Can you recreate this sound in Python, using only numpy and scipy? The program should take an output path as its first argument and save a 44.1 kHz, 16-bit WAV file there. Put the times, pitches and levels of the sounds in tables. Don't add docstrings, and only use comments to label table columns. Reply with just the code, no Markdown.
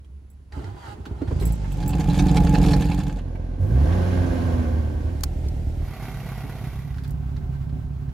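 import sys
import numpy as np
from scipy import signal
from scipy.fft import rfft, irfft, next_fast_len
from scipy.io import wavfile
from scipy.ndimage import uniform_filter1d, map_coordinates

SR = 44100
rng = np.random.default_rng(int(sys.argv[2]) if len(sys.argv) > 2 else 0)


def store_pcm(level_fs):
    pcm = np.round(np.clip(level_fs, -1, 1) * 32767).astype(np.int16)
    wavfile.write(sys.argv[1], SR, np.atleast_2d(pcm).T)


N = 358533

# (relative strength [dB], relative lateness [firing intervals])
CYLINDERS = [(0.5, -0.00069), (-4, 0.0797), (-1, 0.0207), (-3.5, -0.0705)]


def firing(rate, beat, response, uneven, jitter, rough, chuff, gas_hz):
    turns = np.cumsum(rate * np.ones(N)) / SR
    turns -= turns[round(beat * SR)]
    k = np.arange(np.ceil(turns[0]), turns[-1]).astype(int)
    strength_db, late = np.array(CYLINDERS)[k % len(CYLINDERS)].T
    chance = rng.standard_normal((SR // 40, 2))[k]
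    moments = k + uneven * late + jitter * chance[:, 0]
    at = np.interp(moments, turns, np.arange(N)).astype(int)
    burn_db = 1.7 * chance[:, 1]
    kicks = unit(np.bincount(at, amp(uneven * strength_db + burn_db), N))
    flow_decay = np.exp(-1 / (0.0091 * SR))
    flow = unit(signal.lfilter([1], [1, -flow_decay], kicks))
    gas = unit(rng.standard_normal(N) * (1 + chuff * flow))
    bass_share = max(1 / (1 + rough ** 2), .75)
    pulsed = lambda hz: bass_share / (1 + np.square(hz / gas_hz) ** 2)
    pulses = filtered(kicks, lambda hz: np.sqrt(pulsed(hz)))
    turbulence = filtered(gas, lambda hz: np.sqrt(1 - pulsed(hz)))
    return unit(through(pulses + turbulence, response))


# (time [s], compressions or firings [1/s])
CRANK = [(.5, 4.7), (1.0, 8.5), (1.25, 12), (1.35, 28.4), (1.45, 58), (1.6, 51), (1.8, 45)]
# (time [s], effort [dB])
EFFORT = [(.52, -16), (.61, -4), (.75, -13), (.82, -20), (.98, -10), (1.04, -13), (1.1, -6), (1.25, -8),
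          (1.285, 1), (1.41, 3), (1.48, 8.5), (1.55, 0)]
# (frequency [Hz], relative density [dB])
CRANKING = [(18, -71), (30, -35), (59, 9), (110, 3.5), (222, -8), (404, -7.5), (485, -22), (837, -19.5),
            (1090, -29.5), (4780, -47), (11600, -54), (13200, -69), (15000, -56)]
# (frequency [Hz], relative density [dB])
CATCHING = [(15, -40), (25, -16), (49, 2), (97, -8), (175, -10.5), (224, -20.5), (385, -27.5), (748, -38.5),
            (846, -34.5), (1080, -50), (1250, -50), (4500, -57.5), (7000, -59), (9000, -66), (11700, -72),
            (16000, -88)]
BARK_PER_EFFORT, RASP_PER_EFFORT = .8, .45


def start():
    rate, effort_db = curves(CRANK)[0], curves(EFFORT)[0]
    lifts_db = effort_db, BARK_PER_EFFORT * effort_db, RASP_PER_EFFORT * effort_db
    cranking = firing(rate, .57, body(CRANKING), uneven=0.51, jitter=.01, rough=0.62, chuff=0.19, gas_hz=250)
    catching = firing(rate, 1.39, body(CATCHING), uneven=0.48, jitter=0.036, rough=1.0, chuff=.3, gas_hz=400)
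    return heard("cranking", bands(cranking), lifts_db) + heard("catching", bands(catching), lifts_db)


# (frequency [Hz], relative density [dB])
TAILPIPE = [(15, -30), (25, -17), (55, 0.5), (104, -12), (164, 4), (233, -14.5), (289, -8), (399, -20.5),
            (457, -21), (666, -17.5), (848, -21), (945, -29), (2420, -33.5), (13500, -52), (15500, -51)]
# (frequency [Hz], width [Hz], lift [dB])
PIPE_MODES = [(59.2, 36, 8.5), (132, 8.2, 6.5), (177, 13, 8.5), (199, 12, 3), (233, 19, -4.5),
              (287.4, 26, 9.5), (457, 30, 9), (650, 96, -11.5), (745, 24, 6), (843, 44, 12.5),
              (1030, 26, 6), (1340, 36, 4), (1610, 50, 8), (1744, 70, 6), (1980, 160, -4), (2440, 140, 4),
              (2660, 70, 4), (2850, 150, -4), (3250, 80, 3), (5750, 450, -8)]
# (frequency [Hz], relative density [dB])
CABIN = [(15, -62), (25, -5.5), (69, 4), (169, -18), (209, -26.5), (267, -21.5), (445, -33), (782, -36),
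         (1140, -49), (1410, -44), (1660, -44), (10400, -58), (11800, -62), (13500, -58), (15500, -66)]
# (frequency [Hz], relative density [dB])
BONNET = [(15, -68), (25, -24), (55, 19.5), (86, -18.5), (99, 7), (129, 1), (297, -22), (762, -25.5),
          (1750, -35.5), (1950, -31.5), (3630, -44), (6210, -47), (8580, -56.5), (10900, -45), (14300, -49),
          (15500, -62)]
# (frequency [Hz], width [Hz], lift [dB])
BONNET_MODES = [(138, 10, 7), (254.6, 30, 3.5), (388, 10, 8), (565, 50, -7), (660, 50, 4), (762, 90, 6),
                (1000, 70, -4), (1150, 70, 3), (1300, 60, -5), (1450, 90, 5), (1790, 80, -4),
                (2010, 200, 2)]
# (frequency [Hz], relative density [dB])
FOOTWELL = [(15, -57), (25, -11), (55, -1), (140, -2), (209, -20), (253, -18), (313, -35), (389, -28),
            (433, -38.5), (722, -37), (919, -41), (1620, -50), (11800, -69.5), (13900, -65), (15500, -64)]
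# (frequency [Hz], width [Hz], lift [dB])
CABIN_MODES = [(42.92, 28, 9.4), (67.4, 16, 5.3), (140.5, 11.5, 6.5), (254.6, 30, 3.46), (390.6, 7.9, 8.5),
               (725, 56, 4.3), (1550, 95, 6.8)]
# (firings [1/s], a time at which the strongest cylinder fires [s])
COLD, WARM, IDLE = (44.3, 2.536), (38.65, 5.464), (34.05, 7.141)
SURGE_DB, SURGES_PER_S = 1.1, 12
FLUTTER_DB, FLUTTERS_PER_S = 1.1, 34


def idling():
    views = {
        "tailpipe": firing(*COLD, body(TAILPIPE, PIPE_MODES),
                           uneven=1.26, jitter=0.02, rough=0.47, chuff=0.79, gas_hz=400),
        "cabin": firing(*WARM, body(CABIN),
                        uneven=1.1, jitter=0.011, rough=0.44, chuff=0.067, gas_hz=301),
        "bonnet": firing(*IDLE, body(BONNET, BONNET_MODES),
                         uneven=0.77, jitter=0.013, rough=1.0, chuff=0.4, gas_hz=273),
        "footwell": firing(*IDLE, body(FOOTWELL, CABIN_MODES),
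                           uneven=0.89, jitter=0.0074, rough=0.67, chuff=0.081, gas_hz=313)}
    surge_db, flutter_db = SURGE_DB * wobble(SURGES_PER_S), FLUTTER_DB * wobble(FLUTTERS_PER_S)
    return {place: heard(place, bands(sound), (0, surge_db, flutter_db)) for place, sound in views.items()}


# (time [s], firings [1/s])
REV = [(3.58, 43), (3.64, 47.5), (3.774, 65.2), (3.862, 78.5), (3.946, 89.3), (4.06, 90.5), (4.334, 87),
       (4.64, 80.8), (4.94, 74.5), (5.046, 79.1), (5.18, 93.5)]
# (pressed [s], released [s], depth [0-1])
BLIPS = [(3.58, 3.84, 1), (4.93, 5.05, .6)]
# (frequency [Hz], relative density [dB])
REVVING = [(15, -66), (25, 2.5), (86, -5.5), (129, -10), (253, -15), (445, -25.5), (509, -23), (1340, -43),
           (1530, -41.5), (2120, -47), (6920, -59.5), (8580, -72), (10600, -59), (13500, -82), (15500, -74)]
# (frequency [Hz], width [Hz], lift [dB])
REV_MODES = [(250, 24, 3.5), (510, 40, 3), (720, 50, 5.5), (782, 36, -6), (835, 36, 3), (1120, 90, 3),
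             (1360, 140, -4), (1497, 70, 5.5), (1610, 90, 5)]
PRESS_S, RELEASE_S = .06, .15
BARK_DB_PER_OCTAVE, RASP_DB_PER_OCTAVE = 10.7, 15.5
BARK_LOAD_DB, RASP_LOAD_DB = 3, 1.5
MERGE_OCTAVES, RUMBLE_DB = .3, 1.5


def rev():
    rate = curves(REV)[0]
    octaves = np.log2(rate / rate[0])
    throttle = sum(depth * np.interp(clock(), [on, on + PRESS_S, off, off + RELEASE_S], [0, 1, 1, 0])
                   for on, off, depth in BLIPS)
    merged = np.clip(octaves / MERGE_OCTAVES + throttle, 0, 1)
    engine = firing(rate, 3.74, body(REVVING, REV_MODES),
                    uneven=.7, jitter=0.009, rough=.7, chuff=0.4, gas_hz=420)
    thumps, bark, rasp = bands(engine)
    rumble_colour = [(25, -17), (55, 6), (110, 1.5), (150, -8.5), (300, -56)]  # (Hz, dB)
    rumble = unit(through(rng.standard_normal(N), body(rumble_colour)))
    boom = (1 - merged) * thumps + merged * amp(RUMBLE_DB) * rumble
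    bark_db = BARK_DB_PER_OCTAVE * octaves + BARK_LOAD_DB * throttle
    rasp_db = RASP_DB_PER_OCTAVE * octaves + RASP_LOAD_DB * throttle
    engine = heard("revving", (boom, bark, rasp), (0, bark_db, rasp_db))
    return engine + presence("revving") * merged * drone(rate, throttle)


# (frequency [Hz], level [dB])
CABIN_DRONE = [(46, -44), (60, -24), (72, -20.5), (90, -20.5), (118, -26.5), (140, -29), (158, -35),
               (178, -27), (205, -46), (232, -33), (250, -27), (272, -33), (335, -44), (362, -36),
               (440, -47), (510, -42), (600, -48), (720, -49)]
DRONE_LOAD_DB = 7.5
LOPE_DB = -15


def drone(rate, throttle, count=8):
    phase = 2 * np.pi * np.cumsum(rate * (1 + 0.005 * wobble(30))) / SR
    out = np.zeros(N)
    for k in np.arange(1, count + .5, .5):
        hz = k * rate
        load_db = DRONE_LOAD_DB * throttle * below(hz, 160)
        lope_db = LOPE_DB * (k % 1 > 0)
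        slow_db = -18 * (k > 3) * (1 - rate / rate.max())
        level_db = along(CABIN_DRONE, hz) + load_db + lope_db + slow_db + np.sqrt(k) * wobble(20)
        out += amp(level_db) * np.sin(k * phase + rng.uniform(0, 2 * np.pi))
    return out


# (time [s], relative level [dB], upper edge [Hz])
SPITS = [(1.822, -41, 5500), (1.925, -36.5, 4500), (1.998, -32, 7000), (2.094, -33.5, 5500),
         (2.137, -36, 9000), (2.185, -28, 8000), (2.281, -32, 6000), (2.361, -26, 9000), (2.462, -32, 5000),
         (2.54, -28, 5500), (2.633, -30, 7500), (2.655, -35, 12000), (2.68, -30.5, 7000),
         (2.703, -33, 12000), (2.726, -28.5, 7000), (2.815, -34, 5500), (2.908, -33.5, 5500),
         (2.997, -35, 4500), (3.09, -40, 4000), (3.18, -43, 4000)]
# (frequency [Hz], level [dB])
SPIT_COLOUR = [(200, -33), (600, 16), (1300, 2.5), (2800, 3.5), (4500, 2), (7000, -3), (9000, -7),
               (12000, -6), (16000, -45)]
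# (frequency [Hz], level [dB])
TICK_COLOUR = [(500, -12), (1000, -6), (3000, 0), (5000, -5), (5700, -10), (6600, 3), (9000, -12),
               (11500, -7), (16000, -22)]
# (frequency [Hz], level [dB])
PING_COLOUR = [(250, -20), (800, 0), (1200, -20), (5000, -50)]
PING_DB = -9
SPUTTER_HZ, SPUTTER_DB, SPIT_SCATTER_DB = 9000, -44, 2
SPIT_LAG_S = .007
SPIT_SWELL_S, CRACKLE_DB, CRACKLES_PER_S = .0095, 3.2, 900
CHUFF_AT_S, CHUFF_DB, CHUFF_HZ = 2.6135, -31, 13000
TICK_AT_S, TICK_DB, TICK_SCATTER_DB = 2.4935, -32, 1.5


def tailpipe():
    rate, beat = COLD
    near = presence("tailpipe")
    t = np.arange(SR // 8) / SR
    swell = (t / SPIT_SWELL_S * np.exp(1 - t / SPIT_SWELL_S)) ** 2

    def repeat(at, per_s, db, shape, hz):
        times = beats("tailpipe", at, per_s)[1]
        return placed((s, amp(db + SPIT_SCATTER_DB * rng.normal()) * spit(shape, hz)) for s in times)

    loud = placed((s, amp(db) * spit(swell, hz)) for s, db, hz in SPITS)
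    sputter = repeat(beat + SPIT_LAG_S, rate, SPUTTER_DB, swell, SPUTTER_HZ)
    chuffs = repeat(CHUFF_AT_S, rate / len(CYLINDERS), CHUFF_DB, strike(rise=.004, t60=.05), CHUFF_HZ)
    crackle = unit(amp(CRACKLE_DB * wobble(CRACKLES_PER_S)))
    gas = (loud + near ** .6 * (sputter + chuffs)) * crackle
    turns = beats("tailpipe", TICK_AT_S, rate / 2)[1]
    ticks_db = TICK_DB + TICK_SCATTER_DB * rng.standard_normal(len(turns))
    ticks = puffs(zip(turns, ticks_db), strike(rise=.0007, t60=.022))
    ping = amp(PING_DB) * body(PING_COLOUR, PIPE_MODES)
    pings = placed((s, ping) for s in turns)
    return through(gas, body(SPIT_COLOUR, PIPE_MODES)) + near ** .8 * (through(ticks, body(TICK_COLOUR)) + pings)


SPIT_TINT_DB, TINT_STEP_HZ = 3.5, 450


def spit(shape, edge_hz):
    hz = np.fft.rfftfreq(len(shape), 1 / SR)
    tint = map_coordinates(rng.standard_normal(len(hz)), [hz / TINT_STEP_HZ])
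    tint_db = SPIT_TINT_DB * tint * (1 - below(hz, 1200))
    noise = rfft(rng.standard_normal(len(shape)))
    return shape * irfft(noise * amp(tint_db) / np.hypot(1, (hz / edge_hz) ** 2), len(shape))


# (time [s], tooth mesh frequency [Hz], level [dB])
STARTER = [(.52, 205, -53), (.555, 214, -47), (.63, 222, -50), (.68, 240, -49.5), (.745, 254, -57),
           (.775, 248, -50), (.825, 239, -47), (.86, 228, -43.5), (.905, 208, -43.5), (.935, 202, -46),
           (.965, 198, -60), (1.14, 205, -61), (1.19, 213, -55), (1.29, 239, -55), (1.45, 270, -56)]
# (multiple [1], level [dB])
GEAR_ORDERS = [(2, -9), (3, -2), (4, 6.5), (5, -4), (6, -1), (7, -8), (8, -9), (10, -12), (13, -8),
               (14, -10), (19, -13)]
# (frequency [Hz], level [dB])
GEAR_CASE = [(200, -16), (350, -5), (550, -9), (950, -3), (1500, -10), (2300, -18), (4700, -19),
             (5500, -24), (7000, -23), (12000, -32), (15000, -41)]
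# (frequency [Hz], width [Hz], lift [dB])
CASE_MODES = [(322, 18, 13), (404, 20, 12), (640, 40, 7), (810, 36, 13), (1090, 70, -9), (1230, 70, 7),
              (1430, 52, 8), (1660, 60, 5), (2010, 55, 8), (2850, 140, 5), (3120, 100, 5), (3900, 77, 7),
              (4680, 160, 6)]
GRIND_DB, WHINE_DB = -1.7, -4
WHISTLE_ORDER, WHISTLE_DB = 19, -67
WHISTLE_S = (1.17, 1.23, 1.42, 1.47)


def starter():
    mesh_hz, db = curves(STARTER)
    phase = 2 * np.pi * np.cumsum(mesh_hz * (1 + .016 * wobble(220))) / SR
    whine = unit(sum(amp(level + 3 * wobble(50)) * np.sin(k * phase) for k, level in GEAR_ORDERS))
    tooth_noise = rng.standard_normal(N) * (1 + .8 * np.cos(phase))
    grind = unit(through(tooth_noise, body(GEAR_CASE, CASE_MODES)))
    whistle_gain = amp(WHISTLE_DB + 4 * wobble(90)) * np.interp(clock(), WHISTLE_S, [0, 1, 1, 0])
    whistle = whistle_gain * np.sin(WHISTLE_ORDER * phase)
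    engaged = (clock() > STARTER[0][0]) * (clock() < STARTER[-1][0])
    return (amp(WHINE_DB) * whine + amp(GRIND_DB) * grind) * amp(db) * engaged + whistle


def tappets():
    rate, beat = IDLE
    k, times = beats("bonnet", beat, 2 * rate)
    valve_db = 3 * rng.standard_normal(8)[k % 8]
    ticks = puffs(zip(times, valve_db), strike(rise=0.00037, t60=0.016))
    colour = [(400, -6), (750, 3), (2300, 2), (4000, -18.5), (13000, -17)]  # (Hz, dB)
    return amp(-43) * presence("bonnet") * through(ticks, body(colour))


# (time [s], relative level [dB])
THUDS = [(0.573, -24.5), (0.973, -27.5), (1.066, -28.5), (1.104, -27.5), (1.217, -14.5), (1.311, -14),
         (1.414, -18), (6.444, -26)]
# (frequency [Hz], level [dB])
THUD_COLOUR = [(120, -26), (230, 2), (340, 1), (450, -4), (620, -16.5), (900, -20.5), (1300, -24),
               (2500, -38), (8000, -50), (15000, -62)]
# (frequency [Hz], width [Hz], lift [dB])
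THUD_MODES = [(255, 50, 6), (400, 36, 4)]


def thuds():
    shoves = sum(amp(db - 3) * burst(s - .003, rise=0.005, t60=0.085) for s, db in THUDS)
    return through(shoves, body(THUD_COLOUR, THUD_MODES))


# (time [s], relative level [dB])
KEYS = [(0.3022, -47), (1.4092, -37), (1.4243, -33), (1.4546, -23), (1.4616, -28), (1.5226, -28.5),
        (1.7215, -34), (1.8791, -19.5)]
# (frequency [Hz], level [dB], 60 dB decay time [s])
KEY_MODES = [(7770, 1.5, .055), (9485, -10, 0.05), (10300, -9, .04), (11060, -4, 0.05), (11600, -7, .04),
             (12500, -8, 0.04), (14400, -2, 0.05), (15300, -7, .04)]
KEY_BOUNCE_S, KEY_LOSS_DB = .013, 6


def keys(count=3):
    t = np.arange(SR // 3) / SR
    contacts = [(s + KEY_BOUNCE_S * k * rng.uniform(.7, 1.3), db - KEY_LOSS_DB * k)
                for s, db in KEYS for k in range(count)]
    rings = []
    for s, db in contacts:
        chance = rng.standard_normal((len(KEY_MODES), 2)) * [2.5, .008]
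        ring = sum(amp(level + more - 60 * t / t60) * np.sin(2 * np.pi * hz * (1 + off) * t)
                   for (hz, level, t60), (more, off) in zip(KEY_MODES, chance))
        rings.append((s, amp(db - 15) * ring))
    cracks = puffs(contacts, amp(-8) * strike(rise=.0009, t60=.023))
    return placed(rings) + filtered(cracks, lambda hz: 1 - below(hz, 10000))


# (time [s], relative level [dB])
SWITCH = [(5.208, -27), (5.2345, -8), (5.2364, -10), (5.2415, -21)]
# (frequency [Hz], relative density [dB])
SWITCH_COLOUR = [(400, -4), (1400, -3), (2400, -12), (3500, -11), (4550, -5.5), (5600, -5), (6600, -5),
                 (8000, -6), (11000, -7.5), (14500, -10), (16000, -4)]
# (frequency [Hz], level [dB], 60 dB decay time [s])
SWITCH_MODES = [(1400, -14, .03), (2370, -15, .035), (4450, 0, .024), (5590, -7, .03), (6580, -5, .03),
                (14500, -4, .016)]


def switch():
    snap = strike(rise=.0007, t60=.012) + amp(-17) * strike(rise=.002, t60=.042)
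    snaps = puffs(SWITCH, amp(-7.5) * snap)
    s, db = max(SWITCH, key=lambda row: row[1])
    housing = sum(amp(db + level - 16) * mode(s, hz, t60) for hz, level, t60 in SWITCH_MODES)
    return through(snaps, body(SWITCH_COLOUR)) + housing


# (time [s], relative
# level [dB], centre frequency [Hz], 60 dB decay time [s])
CLACKS = [(0.0448, -56.5, 3300, .06), (0.522, -39, 1900, .05), (0.6423, -35, 1960, .025),
          (1.0538, -34, 1520, .09), (1.056, -46, 4700, .07), (1.2745, -38, 1750, .08),
          (1.398, -39, 4130, .13), (1.42, -33, 900, .13), (1.642, -35, 900, .12), (3.354, -36, 900, .05),
          (3.924, -33, 1550, .06), (6.943, -40, 1600, .04), (6.982, -38, 1700, .04),
          (7.036, -42, 4700, .05), (7.044, -36, 1650, .05), (7.0773, -40, 13500, .03),
          (7.1062, -38, 13500, .035), (7.364, -38, 1700, .05), (7.6924, -46, 1590, .06),
          (8.09, -47, 1700, .06)]


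def clacks():
    out = np.zeros(N)
    for s, db, hz, t60 in CLACKS:
        colour = [(hz / 6, -12), (hz / 2, -5), (hz, 0), (hz * 1.43, -11),
                  (hz * 2.5, -7), (hz * 4, -20), (hz * 8, -34)]
        out += through(amp(db - 6.5) * burst(s, rise=0.001, t60=t60), body(colour))
        out += amp(db - 10) * mode(s, hz, t60)
    return out


# (time [s], level [dB])
LEVER = [(6.92, -70), (6.945, -59), (7.005, -61), (7.05, -52), (7.075, -59), (7.13, -72)]
# (frequency [Hz], level [dB])
LEVER_COLOUR = [(300, -14), (800, -2), (1700, -1), (2800, -11), (4700, -12), (7000, -16), (15000, -24)]
# (frequency [Hz], width [Hz], lift [dB])
LEVER_MODES = [(1700, 250, 6), (4700, 300, 7)]


def gear_lever():
    sliding = (clock() > LEVER[0][0]) * (clock() < LEVER[-1][0])
    chatter = unit(rng.standard_normal(N) * amp(5 * wobble(260)))
    return through(chatter * amp(curves(LEVER)[0]) * sliding, body(LEVER_COLOUR, LEVER_MODES))


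# (frequency [Hz], relative density [dB])
AIR = [(15, -39), (25, -9), (75, -5), (115, -10.5), (363, -26), (588, -37.5), (7280, -55.5), (8550, -59),
       (10600, -51), (13500, -74), (15000, -62)]
# (time [s], level [dB])
HUM = [(0, -42), (.13, -37.5), (.24, -45), (.5, -47)]
# (frequency [Hz], relative density [dB])
HUM_COLOUR = [(15, -68), (25, -33), (43, -9), (53, 1), (75, 8), (103, -35), (146, -13), (360, -38),
              (400, -45), (520, -72), (880, -120)]


def background():
    air = amp(-49.5) * through(rng.standard_normal(N), body(AIR))
    hum_noise = 0.47 * through(rng.standard_normal(N), body(HUM_COLOUR))
    hum_tone = 1.45 * np.sin(2 * np.pi * 69 * clock() + 0.75 * wobble(4.9))
    hum_gain = amp(curves(HUM)[0]) * np.interp(clock(), [.5, .6], [1, 0])
    return air + (hum_noise + hum_tone) * hum_gain


PLACES = {"cranking": (.5, .53, 1.3, 1.45, -25, -38, -56),
          "catching": (1.22, 1.41, 1.8, 2.3, -25.8, -35.3, -53.5),
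          "tailpipe": (1.66, 2.28, 2.7, 3.23, -18, -19, -45),
          "revving": (2.7, 3.2, 4.52, 5.3, -27, -39.8, -58.5),
          "cabin": (4.6, 5.3, 5.82, 5.96, -24.5, -37.5, -57),
          "bonnet": (5.74, 6.02, 6.42, 7.15, -36, -34.7, -46.3),
          "footwell": (6.42, 7.12, 7.5, 9.8, -28.3, -34, -58.5)}


def presence(place):
    return np.interp(clock(), PLACES[place][:4], [0, 1, 1, 0])


def heard(place, parts, lifts_db=(0, 0, 0)):
    levels_db = PLACES[place][4:]
    return presence(place) * sum(part * amp(db + lift) for part, db, lift in zip(parts, levels_db, lifts_db))


def beats(place, at, rate):
    first, _, _, last = PLACES[place][:4]
    k = np.arange(np.ceil((first - at) * rate), (last - at) * rate).astype(int)
    return k, at + k / rate


BOOM_HZ, RASP_HZ = 130, 896


def bands(sound):
    low = filtered(sound, lambda hz: below(hz, BOOM_HZ))
    high = filtered(sound, lambda hz: 1 - below(hz, RASP_HZ))

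    def even(x):
        power = uniform_filter1d(uniform_filter1d(x * x, size=5000), size=5000)
        return x / np.sqrt(np.abs(power) + 1e-12)

    return [even(low), even(sound - low - high), even(high)]


def strike(rise, t60):
    t = np.arange(SR // 8) / SR
    return (1 - np.exp(-t / rise)) * amp(-60 * t / t60)


def placed(sounds):
    out = np.zeros(N + SR)
    for s, sound in sounds:
        out[round(s * SR):][:len(sound)] += sound
    return out[:N]


def puffs(events, shape):
    return placed((s, amp(db) * shape * rng.standard_normal(len(shape))) for s, db in events)


def burst(s, rise, t60):
    t = np.arange(SR // 3) / SR
    return placed([(s, rng.standard_normal(len(t)) * (1 - np.exp(-t / rise)) * amp(-60 * t / t60))])


def mode(s, hz, t60):
    shape = strike(rise=.001, t60=t60)
    return placed([(s, shape * np.sin(2 * np.pi * hz * np.arange(len(shape)) / SR))])


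def body(spectrum, modes=(), size=16384):
    hz = np.fft.rfftfreq(size, 1 / SR)
    db = along(spectrum, hz) + sum(lift / (1 + (2 * (hz - f) / width) ** 2) for f, width, lift in modes)
    cepstrum = irfft(np.log(np.maximum(amp(db), 1e-6)))
    cepstrum[1:size // 2] *= 2
    cepstrum[size // 2 + 1:] = 0
    response = irfft(np.exp(rfft(cepstrum)))[:size // 2]
    return response / np.linalg.norm(response)


def through(x, response):
    return signal.fftconvolve(x, response)[:N]


def filtered(x, response):
    m = next_fast_len(N + SR // 2)
    return irfft(rfft(x, m) * response(np.fft.rfftfreq(m, 1 / SR)), m)[..., :N]


def below(hz, edge_hz):
    return 1 / (1 + (hz / edge_hz) ** 8)


def metallic(x, t60, wet):
    t = np.arange(SR // 16) / SR
    ring = rfft(rng.standard_normal(len(t)) * t * amp(-60 * t / t60))
    ring = irfft(ring / np.sqrt(uniform_filter1d(np.abs(ring) ** 2, size=25)))
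    rung = (x + wet * through(x, ring)) / np.hypot(1, wet)
    return rung + filtered(x - rung, lambda hz: below(hz, 1260))


def spread(x, t60, width):
    t = np.arange(SR // 4) / SR
    scatter = rfft(rng.standard_normal(len(t)) * amp(-60 * t / t60) * t)
    side = through(x, irfft(scatter / np.sqrt(uniform_filter1d(np.abs(scatter) ** 2, size=15))))
    side = filtered(side, lambda hz: amp(along(width, hz)))
    return np.array([x + side, x - side])


def amp(db):
    return 10 ** (np.asarray(db) / 20)


def unit(x):
    return x / np.sqrt(np.mean(x ** 2) + 1e-20)


def clock():
    return np.arange(N) / SR


def curves(rows):
    s, *cols = np.transpose(rows)
    return [np.interp(clock(), s, c) for c in cols]


def along(points, hz):
    f, v = np.transpose(points)
    return np.interp(np.log(hz + 1), np.log(f + 1), v)


def wobble(rate):
    return map_coordinates(rng.standard_normal(int(N * rate / SR) + 4), [clock() * rate])


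# (frequency [Hz], side re mid [dB])
CABIN_WIDTH = [(50, -26), (90, -16), (150, -10), (350, -6), (750, 1), (1500, 0), (4000, -2), (12000, -1)]
# (frequency [Hz], side re mid [dB])
TAILPIPE_WIDTH = [(60, -16), (200, -24), (450, -19), (700, -12), (1300, -9), (3500, -10), (6000, -4),
                  (12000, -1)]
# (frequency [Hz], side re mid [dB])
BONNET_WIDTH = [(80, -13), (200, -24), (1300, -20), (2400, -10), (3600, 3), (6000, -2), (12000, 0)]


def scene():
    idle = idling()
    ringing = lambda x: metallic(x, t60=.022, wet=.25)
    engine = start() + rev() + idle["cabin"] + idle["footwell"]
    inside = ringing(engine + starter() + clacks() + gear_lever()) + thuds() + background()
    behind = ringing(idle["tailpipe"] + tailpipe())
    in_front = ringing(idle["bonnet"] + tappets())
    car = (spread(inside, t60=0.037, width=CABIN_WIDTH)
           + spread(behind, t60=0.02, width=TAILPIPE_WIDTH)
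           + spread(in_front, t60=0.037, width=BONNET_WIDTH))
    controls = spread(keys() + switch(), t60=0.0043, width=CABIN_WIDTH)
    return car * amp([[-1.2], [1.1]]) + controls


TOP_HZ = 15850


def record(dry):
    sound = filtered(dry, lambda hz: below(30, hz + 1) ** 2)
    sound = sound / (1 + np.abs(sound / .52) ** 6) ** (1 / 6)
    return filtered(sound, lambda hz: 1 / (1 + (hz / TOP_HZ) ** 240))


dry = scene()
out = record(dry)
store_pcm(out)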